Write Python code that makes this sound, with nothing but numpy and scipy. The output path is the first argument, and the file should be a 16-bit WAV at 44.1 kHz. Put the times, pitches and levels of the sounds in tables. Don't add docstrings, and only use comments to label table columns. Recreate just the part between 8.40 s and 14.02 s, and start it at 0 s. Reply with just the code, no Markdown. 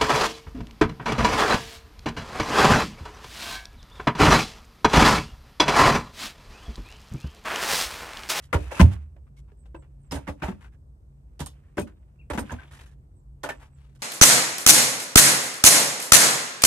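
import sys
import numpy as np
from scipy import signal
from scipy.fft import rfft, irfft
from scipy.io import wavfile
from scipy.ndimage import uniform_filter1d

SR = 44100
rng = np.random.default_rng(int(sys.argv[2]) if len(sys.argv) > 2 else 0)


def nominal_scale(level):
    x = np.asarray(level, float) / 20
    return 10 ** x


def wav_record(signal):
    frames = np.transpose(np.atleast_2d(signal))
    bounded = np.clip(frames, -1, 1)
    quanta = np.round(bounded * 32767).astype(np.int16)
    wavfile.write(sys.argv[1], SR, quanta)


N = 247842


def evened(x):
    return x / np.sqrt(np.mean(x ** 2) + 1e-20)


def read(points, hz):
    f, value = np.transpose(points)
    return np.interp(np.log(hz + 1), np.log(f + 1), value)


def add(mix, s, sound):
    part = mix[..., round(s * SR):][..., :sound.shape[-1]]
    part += sound[..., :part.shape[-1]]


def coloured(x, points):
    n = x.shape[-1]
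    return irfft(rfft(x) * nominal_scale(read(points, np.fft.rfftfreq(n, 1 / SR))), n)


def ring(x, modes):
    hz = np.fft.rfftfreq(len(x), 1 / SR)
    body = 0
    for k, (f, db, width_hz) in enumerate(modes):
        resonance = 1 / (1 + 1j * (hz ** 2 - f ** 2) / (width_hz * hz + 1e-9))
        body = body + (-1) ** k * nominal_scale(db) * resonance
    return irfft(rfft(x) * body, len(x))


def contacts(n, per_s, spread_db):
    size = nominal_scale(spread_db * np.minimum(rng.exponential(1, n), 3))
    return size * rng.standard_normal(n) * (rng.random(n) < per_s / SR)


def panned(x, pan_db):
    return x * nominal_scale([[pan_db / 2], [-pan_db / 2]])


# f/Hz, likeness/1
NEAR_LIKENESS = [(60, 0.9), (150, 0.9), (380, .75), (950, 0.7), (2400, 0.059), (6000, 0)]


def spaced(x, pan_db=0):
    n = len(x)
    same = read(NEAR_LIKENESS, np.fft.rfftfreq(n, 1 / SR))
    turn = rfft(rng.standard_normal(256) * np.exp(-np.arange(256) / 13.0), n)
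    turn = turn / abs(turn)
    unlike = np.sqrt((1 - same) / 2) * turn * np.array([[1], [-1]])
    pair = irfft(rfft(x) * (np.sqrt((1 + same) / 2) + unlike), n)
    fade_out = np.minimum((n - np.arange(n)) / 1000, 1)
    return panned(pair * fade_out, pan_db)


# f/Hz, density/dB
BARK = [(150, -27.5), (300, -1), (550, -2.5), (1000, 1.5), (1800, 0), (2700, -2.5), (4000, -18.5),
        (6000, -26), (11000, -60)]
# f/Hz, density/dB
HISS_SPECTRUM = [(1760, -33.5), (3000, -5), (3800, -5.5), (4190, -9), (9020, -9), (13300, -18),
                 (15500, -38.5), (15900, -48.5)]


def rub(n):
    lumps = evened(uniform_filter1d(rng.standard_normal(n), 500))
    bark = evened(coloured(contacts(n, per_s=3000, spread_db=2), BARK))
    cloth = evened(coloured(contacts(n, per_s=5100, spread_db=3), HISS_SPECTRUM))
    return bark * nominal_scale(2.4 * lumps), cloth * nominal_scale(1.5 * lumps)


# t/s, bark level/dB
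EFFORT = [(0, -54), (.07, -72), (.4, -36), (.55, -52.5), (.74, -85), (1.62, -79.5), (1.82, -56.5),
          (1.96, -70), (2.07, -49), (2.2, -66.5), (2.46, -94.5), (3.2, -71.5), (3.88, -80), (4.1, -46),
          (4.24, -75.5), (4.95, -89.5), (5.15, -55.5), (5.4, -80.5)]


def handling():
    s, effort_db = np.transpose(EFFORT)
    bark, cloth = rub(N)
    effort = nominal_scale(np.interp(np.arange(N) / SR, s, effort_db) - 4.5)
    return spaced(effort * (bark + nominal_scale(-11) * cloth))


# f/Hz, likeness/1
AIR_LIKENESS = [(60, 0.94), (150, 0.91), (380, 0.87), (950, -0.51), (2380, -0.99), (5980, 0.11),
                (15000, 0.46)]
# f/Hz, density/dB
AIR_SPECTRUM = [(20, -62), (30, -43), (42, -8.5), (60, -4), (100, -12.5), (200, -23), (400, -33.5),
                (1000, -42.5), (1800, -53), (3200, -61.5), (7200, -61.5), (8200, -55), (9300, -63.5),
                (15000, -66.5)]
# f/Hz, level/dB rms, width/Hz
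ENGINES = [(57.9, -51, 19), (89.5, -70, 10), (138.2, -57.5, 4.6)]


def air():
    frames, hz = N // 512 + 5, np.fft.rfftfreq(2048, 1 / SR)
    a, b, c, d, patches = rng.standard_normal((frames, 1025, 5)).T
    patches = evened(uniform_filter1d(uniform_filter1d(patches, 12, 0), 8, 1))
    same = read(AIR_LIKENESS, hz)[:, None]
    left = a + 1j * b
    right = same * left + np.sqrt(1 - same ** 2) * (c + 1j * d)
    z = np.array([left, right]) * nominal_scale(read(AIR_SPECTRUM, hz)[:, None] + 1.1 * patches)
    wash = signal.istft(z, nperseg=2048, noverlap=1536)[1][:, :N]
    out = nominal_scale(-52.5) * evened(wash)
    for f, db, width_hz in ENGINES:
        mode = [(f, 0, width_hz)]
        out = out + nominal_scale(db) * evened(ring(ring(rng.standard_normal(N), mode), mode))
    return out


# f/Hz, t60/s
SHED_T60 = [(100, 0.41), (500, 0.2), (2000, 0.067), (8000, 0.053)]


def shed(x):
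    taps = np.zeros((2, SR // 2))
    at = np.arange(300, SR // 2 - 20, 20) + rng.integers(0, 20, (2, (SR // 2 - 301) // 20))
    np.put_along_axis(taps, at, rng.choice([-1., 1.], at.shape), 1)
    hz, t, z = signal.stft(taps, SR, nperseg=256)
    z[:, hz < 100] = 0
    tail = signal.istft(z * nominal_scale(-60 * t / read(SHED_T60, hz)[:, None]), SR, nperseg=256)[1]
    x = signal.sosfilt(signal.butter(N=4, Wn=210, btype="high", fs=SR, output="sos"), x)
    return signal.fftconvolve(x, tail / np.linalg.norm(tail[0]), axes=1)[:, :N]


def slide(length_s, db, cloth_db, hz):
    n = 4096 * int(np.ceil(length_s * SR / 4096 + .3))
    bark, cloth = rub(n)
    width_hz = 140 + .7 * (hz / 1000) ** 5
    song = nominal_scale(-6) * evened(ring(bark, [(hz, 0, width_hz)]))
    u = np.clip(np.arange(n) / SR / length_s, 0, 1)
    stroke = np.sin(np.pi * u ** .5) ** 0.78
    return spaced(nominal_scale(db) * stroke * (bark + song + nominal_scale(cloth_db) * cloth))


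# t/s, length/s, level/dB rms, cloth re bark/dB, log ring f/Hz
DRAGS = [(.02, 0.062, -66, 5.5, 1920), (.17, 0.14, -55, -2, 2500), (.312, 0.19, -47.5, -2, 2600),
         (.51, 0.053, -53, -3, 840), (3.23, .09, -74, -20, 1760), (.868, .03, -72, -18, 1200),
         (.965, 0.048, -71.5, 5.5, 2210), (1.075, 0.049, -71, -17.5, 1000), (1.254, .027, -72, -6.5, 3730),
         (1.42, .049, -65.5, -19, 550), (1.99, 0.11, -67, -17, 2200), (2.207, 0.087, -58, -8.5, 1550),
         (2.32, 0.043, -68.5, -8.5, 1680), (3.11, .12, -75.5, -10, 3080), (3.468, 0.067, -64.5, -15, 1505),
         (4.05, 0.34, -60.5, -9, 3500), (4.185, .079, -53.5, -32, 1590), (4.308, 0.14, -57.5, -2, 1780),
         (4.39, .069, -56, -4.5, 3570), (4.455, .1, -67.5, -2, 1700), (5.195, 0.1, -58.5, -7, 850),
         (5.36, 0.22, -72.5, -4.5, 4550), (5.55, 0.035, -71.5, 4, 1540), (5.59, 0.14, -66.5, 0.5, 993)]


def slides(mix):
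    for s, *row in DRAGS:
        add(mix, s, slide(*row))


# ratio to main ring, level/dB, width/Hz
LOG_MODES = [(0.699, -14, 161.9), (0.999, 2.5, 91.27), (1.62, -5, 119.4), (2.45, -6.5, 150.2),
             (3.4, -18, 200), (4.698, -21.5, 260)]
KNOCK_T60_S = 0.082


def knock(db, hz, hiss_db, t60_s, pan_db):
    t = np.arange(8192) / SR
    fade = (1 - np.exp(-t / 0.0012)) * nominal_scale(-60 * t / t60_s) * (t < .15)
    shifts = [1, 1, *rng.uniform(.88, 1.12, len(LOG_MODES) - 2)]
    modes = []
    for (ratio, mode_db, width_hz), shift in zip(LOG_MODES, shifts):
        soft_db = 10 * np.log10(1 + (hz * ratio / 2100.0) ** 6)
        modes.append((hz * ratio * shift, mode_db - soft_db, width_hz))
    hits = evened(contacts(len(t), per_s=4000, spread_db=1.0))
    hits[40] = 3.
    wood = ring(hits * fade, modes) + nominal_scale(-14.5) * coloured(hits * fade, BARK)
    splinters = contacts(len(t), per_s=13000, spread_db=2.0)
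    hiss = evened(coloured(splinters, HISS_SPECTRUM)) * fade ** 0.55
    return spaced(nominal_scale(db) * (wood / abs(wood).max() + nominal_scale(hiss_db - 3.0) * hiss), pan_db)


# f/Hz, level/dB, width/Hz
HEAP_MODES = [(134, -3, 43), (200, -2.5, 19), (270, 0.5, 44), (361, -2, 37), (460, -6.5, 60)]


def load(s, db):
    t = np.arange(6144) / SR
    jolts = contacts(len(t), per_s=530, spread_db=2) * nominal_scale(-60 * t / (1.5 * KNOCK_T60_S))
    jolts[60] = 0.93
    shifts = 1 + .15 * rng.uniform(-1, 1, len(HEAP_MODES))
    heap = ring(jolts, [(hz * k, d, w) for (hz, d, w), k in zip(HEAP_MODES, shifts)])
    pile_db = -4 if s > 4.9 else 0
    return spaced(nominal_scale(db - 11.5 + pile_db) * heap / abs(heap).max(), pan_db=-1.5)


# t/s, level/dB peak, ring f/Hz, hiss re peak/dB, slap re touch/dB
BLOWS = [(.128, -14.5, 1396, -20, -4), (0.142, -14.5, 455, -21.5, -12.5), (.313, -26.5, 544, -20.5, -1),
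         (0.395, -11, 1017, -17.5, 2.5), (.412, -15.5, 622, -11.5, -25), (1.711, -31, 1176, -7.5, 5.5),
         (1.742, -27, 492, -12.5, -5), (1.759, -33, 920, -31, 0), (1.869, -35, 926, -26, -15),
         (1.875, -27.5, 1114, -19, 1.5), (2.021, -22.5, 1520, -34, 2), (2.04, -24.5, 437, -18, -10.5),
         (2.077, -30.5, 890, -21, 0), (2.993, -34, 517, -7, 5.5), (3.011, -33, 1010, -17, -6),
         (3.06, -37, 1110, -3.5, -12), (3.37, -28.5, 1460, -18.5, 7.5), (3.387, -29.5, 440, -17.5, -9),
         (3.9, -22.5, 582, -19, -7), (3.933, -24.5, 500, -16.5, -9), (3.975, -19.5, 990, -18, -2),
         (4.104, -30, 935, -24, -4), (5.033, -23, 560, -13, -5), (5.089, -22.5, 917, -15.5, -8)]


def knocks(mix):
    slap_after_s, slap_hz = .0085, 560
    for s, db, hz, hiss_db, slap_db in BLOWS:
        t60_s = KNOCK_T60_S * np.exp(-0.0456 * max(db + 26, 0))
        add(mix, s, knock(db, hz, hiss_db, t60_s, pan_db=-2))
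        add(mix, s + slap_after_s, knock(db + slap_db, slap_hz, hiss_db, t60_s, pan_db=0.53))
        add(mix, s, load(s, db))


def thump(db, hz, t60_s, rise_per_s=0):
    t = np.arange(min(16384, round(1.3 * t60_s * SR))) / SR
    swing = np.sin(2 * np.pi * hz * (t + rise_per_s * t ** 2 / 2))
    onset = 1 - np.exp(-t * hz * 17.0)
    return nominal_scale(db - 60 * (t / t60_s) ** 1.383) * onset * swing


# t/s, level/dB peak, f/Hz, t60/s
RINGS_AND_SNAP = [(.129, -25, 2185, .03), (.133, -25.5, 1005, 0.018), (2.02, -33, 1574, .05),
                  (5.094, -37, 2190, .03), (0.4137, -10, 2700, 0.0036), (0.4119, -18.5, 6000, 0.0042),
                  (.972, -61.5, 2210, 0.056), (.764, -54, 575, .05), (1.12, -52, 420, .04),
                  (1.347, -42, 1010, .03), (1.352, -47, 1560, .03), (1.352, -50, 2650, .03),
                  (4.108, -34, 1680, .04), (3.903, -30, 620, .03), (2.083, -33, 880, .04),
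                  (1.728, -29, 275, .11), (1.879, -32, 287, .07), (.352, -41, 2610, .1),
                  (2.088, -32, 365, .06), (1.711, -37, 5220, 0.052), (3.002, -41.5, 7910, 0.021),
                  (3.061, -54, 1037, 0.047), (3.382, -23.5, 1535, 0.018), (3.422, -45, 2527, 0.051),
                  (3.901, -38.5, 8140, 0.021), (4.096, -32, 1530, 0.015), (4.187, -41.5, 1548, .06),
                  (5.043, -27, 1457, 0.028), (5.045, -31, 875, 0.04), (5.101, -28, 1770, 0.035),
                  (5.091, -28, 1500, .03), (5.091, -29, 620, .02), (5.037, -31, 1850, .02),
                  (3.378, -27, 560, .025), (.129, -22, 1200, .03), (.143, -21, 480, .035),
                  (.15, -27, 950, .05), (5.12, -37, 1780, .05), (5.04, -29, 560, .05), (5.057, -32, 560, .03),
                  (3.909, -30, 950, .03), (4.225, -47, 1520, .025), (2.052, -33, 900, .03)]


def pings(mix):
    for s, *row in RINGS_AND_SNAP:
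        add(mix, s, spaced(np.pad(thump(*row), (0, 1500))))


# t/s, level/dB peak, f/Hz, t60/s
BED_THUMPS = [(.131, -21.5, 540, 0.038), (.139, -23, 150, .05), (.151, -10, 79.4, .07),
              (.194, -26, 75, .06), (.21, -24, 78, .07), (.235, -31, 62, .2), (.268, -29, 70, .08),
              (.399, -5, 184, 0.066), (.4, -15, 350, 0.035), (.411, -11, 195, .04), (.428, -21, 250, .05),
              (.462, -24, 160, .1), (.518, -27, 90, .1), (.414, -2.5, 72, .21), (0.443, -8, 108, 0.1),
              (.545, -30.5, 70.8, 0.48), (.76, -38.5, 61.8, 0.44), (1.345, -35.5, 335, 0.052),
              (1.714, -29, 85, .08), (1.723, -29, 166.7, 0.083), (1.778, -30, 125, .06),
              (1.878, -31, 110, .05), (1.75, -25, 71.6, .096), (1.884, -25.5, 189.7, 0.037),
              (1.896, -26, 76.7, 0.082), (2.022, -28, 150, .04), (2.029, -26, 338, 0.026),
              (2.039, -24, 68, 0.09), (2.102, -31, 225, .05), (2.126, -34, 75, .1),
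              (2.085, -22, 188.3, .07),
              (3.004, -29, 148, .11), (3.007, -28, 258.6, 0.038), (3.015, -27, 75, 0.08),
               (3.372, -27, 300, .03), (3.385, -17, 342, 0.022), (3.388, -27.5, 200, 0.095),
               (3.381, -28, 100, .05), (3.396, -24, 170, 0.04), (3.417, -28, 90, .06),
               (3.432, -33, 230, .08), (3.902, -31, 300, .05), (3.915, -27.5, 69, 0.12),
               (3.95, -25.5, 216, .051), (3.976, -28, 302, 0.05), (3.977, -23.5, 222, .09),
               (3.979, -30, 75, .05), (4.008, -30, 280, .06), (4.014, -30, 80, .09), (4.045, -35, 220, .05),
               (4.118, -31, 115, .05), (4.124, -33.5, 243, .1), (4.13, -24.5, 88, .06),
               (4.158, -33, 80, .12)]


def thumps(mix):
    for s, db, hz, t60_s in BED_THUMPS:
        is_cloth = hz < 120
        rise_per_s = 3.6 * np.sqrt(nominal_scale(db)) * is_cloth
        pair = panned(thump(db, hz, t60_s, rise_per_s), pan_db=-2.6 if is_cloth else 0.2)
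        lead_s = .0003 * min(max(hz / 190 - 1, 0), 1)
        add(mix[0], s, pair[0])
        add(mix[1], s + lead_s, pair[1])


# f/Hz, level/dB, damping time/s (a shorter one widens the mode a little)
FRAME_MODES = [(5220, -14.5, 0.36), (6430, -13.5, 5.0), (6466, -4, 0.15), (8080, -31, 0.22),
               (8370, -13, 0.37), (8830, -5.5, 0.43), (10350, -18.5, 0.3), (10810, -15.5, 0.24),
               (11935, -12.5, 0.28)]


def jingle(db, t60_s):
    t = np.arange(8192) / SR
    ticks = contacts(len(t), per_s=4300, spread_db=1.5) * nominal_scale(-60 * t / t60_s) * (t < .12)
    ticks[4] = 2.9
    modes = []
    for (f, mode_db, decay_s), z in zip(FRAME_MODES, rng.standard_normal(len(FRAME_MODES))):
        modes.append((f, mode_db + 2.7 * z, 330 + 1.6 / decay_s))
    steel = ring(ticks, modes)
    return spaced(nominal_scale(db + 0.5) * steel / abs(steel).max(), pan_db=-5)


# t/s, level/dB peak, shaking t60/s
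SHAKES = [(0.1343, -31.5, 0.057), (1.756, -40, 0.08), (3.0027, -35.5, 0.052), (3.0609, -31.5, 0.058),
          (3.0734, -42, 0.049), (3.3962, -28.5, 0.057), (3.4164, -35.5, 0.078), (3.9848, -44.5, 0.16),
          (3.9924, -30, 0.089), (4.1184, -39.5, 0.07), (5.0399, -38.5, 0.0476)]


def jingles(mix):
    for s, *row in SHAKES:
        add(mix, s, jingle(*row))


# t/s, level/dB peak, ring f/Hz, hiss re peak/dB
LIGHT_CONTACTS = [(.159, -24.5, 554, -31), (.516, -44.5, 530, -16.5), (0.763, -52, 557, -39.5),
                  (1.116, -51.5, 462, -27), (1.258, -55, 498, -15), (1.345, -36.5, 555, -42),
                  (1.359, -44, 504, -36), (3.405, -35.5, 605, -10), (3.472, -45, 1480, -13.5),
                  (3.949, -31, 563, -18), (4.094, -47.5, 1550, -32), (4.119, -28, 650, -20),
                  (4.231, -44.5, 950, -21), (4.459, -48, 1700, -9.5), (5.058, -29.5, 560, -40),
                  (5.102, -29, 1710, -26), (5.066, -33, 1000, -20), (5.077, -37, 1050, -20),
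                  (5.117, -36, 1750, -25), (4.009, -33, 600, -25), (4.026, -37, 540, -25),
                  (4.136, -36, 720, -25), (4.334, -47, 1800, -12), (4.346, -45, 1750, -12),
                  (4.408, -47, 1600, -12), (2.058, -33, 900, -25), (2.068, -35, 1200, -25),
                  (2.112, -37, 650, -30), (.321, -33, 650, -20), (.345, -34, 1000, -20),
                  (.368, -34, 950, -20), (1.721, -34, 1000, -20), (1.787, -40, 600, -25)]


def taps(mix):
    for s, db, hz, hiss_db in LIGHT_CONTACTS:
        add(mix, s, knock(db, hz, hiss_db, .75 * KNOCK_T60_S, pan_db=1))
        add(mix, s, load(s, db))


def chirp(length_s, start_hz, end_hz, db):
    u = np.arange(round(length_s * SR)) / (length_s * SR)
    scoop_hz = 500 * np.exp(-u * length_s / .005)
    turns = np.cumsum(start_hz + (end_hz - start_hz) * u ** 1.9 - scoop_hz) / SR
    waver = uniform_filter1d(uniform_filter1d(rng.standard_normal(len(u)), 200), 200)
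    tone = np.sin(2 * np.pi * turns)
    mirror_hz = 16000
    if start_hz > mirror_hz / 3:
        leak = .8 / (1 + ((start_hz + (end_hz - start_hz) * u ** 1.9 - scoop_hz - mirror_hz / 2) / 450) ** 2)
        tone += leak * np.sin(2 * np.pi * (mirror_hz * u * length_s - turns))
    tone *= (1 + .7 * evened(waver)) * np.sin(np.pi * u ** 1.4) ** .6
    echoes = rng.standard_normal(6000) * nominal_scale(-33 - 60 * np.arange(6000) / SR / .18)
    echoes[0] = 1
    return nominal_scale(db + 6.) * signal.fftconvolve(tone, echoes)


# t/s, length/s, start f/Hz, end f/Hz, level/dB rms
BIRD_CALLS = [
    (1.15, .11, 8590, 7060, -79),
    (1.345, 0.086, 8370, 7100, -76.5),
    (1.581, .105, 8950, 7000, -80.5),
    (4.734, 0.074, 8650, 7070, -79.5),
    (5.136, 0.051, 8120, 7280, -75),
    (5.296, .08, 8316, 7100, -78.5),
    (3.786, .042, 2850, 2150, -65.5),
]


def birds():
    calls = np.zeros(N)
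    for s, *row in BIRD_CALLS:
        add(calls, s, chirp(*row))
    return spaced(calls)


def scene():
    near = handling()
    for source in slides, knocks, pings, thumps, jingles, taps:
        source(near)
    return near + birds() + nominal_scale(-15.5) * shed(near) + air()


def low_pass(x):
    return signal.sosfilt(signal.butter(12, 16010, fs=SR, output="sos"), x)


def record(dry):
    cut = signal.sosfilt(signal.butter(N=4, Wn=40., btype="high", fs=SR, output="sos"), dry)
    edge = signal.firwin(301, 15400, window=("kaiser", 8), fs=SR)
    limited = signal.oaconvolve(np.clip(cut, -1, 1), edge[None], "same")
    mix = np.clip(limited, -1, 1)
    return low_pass(mix)


dry = scene()
out = record(dry)
wav_record(out)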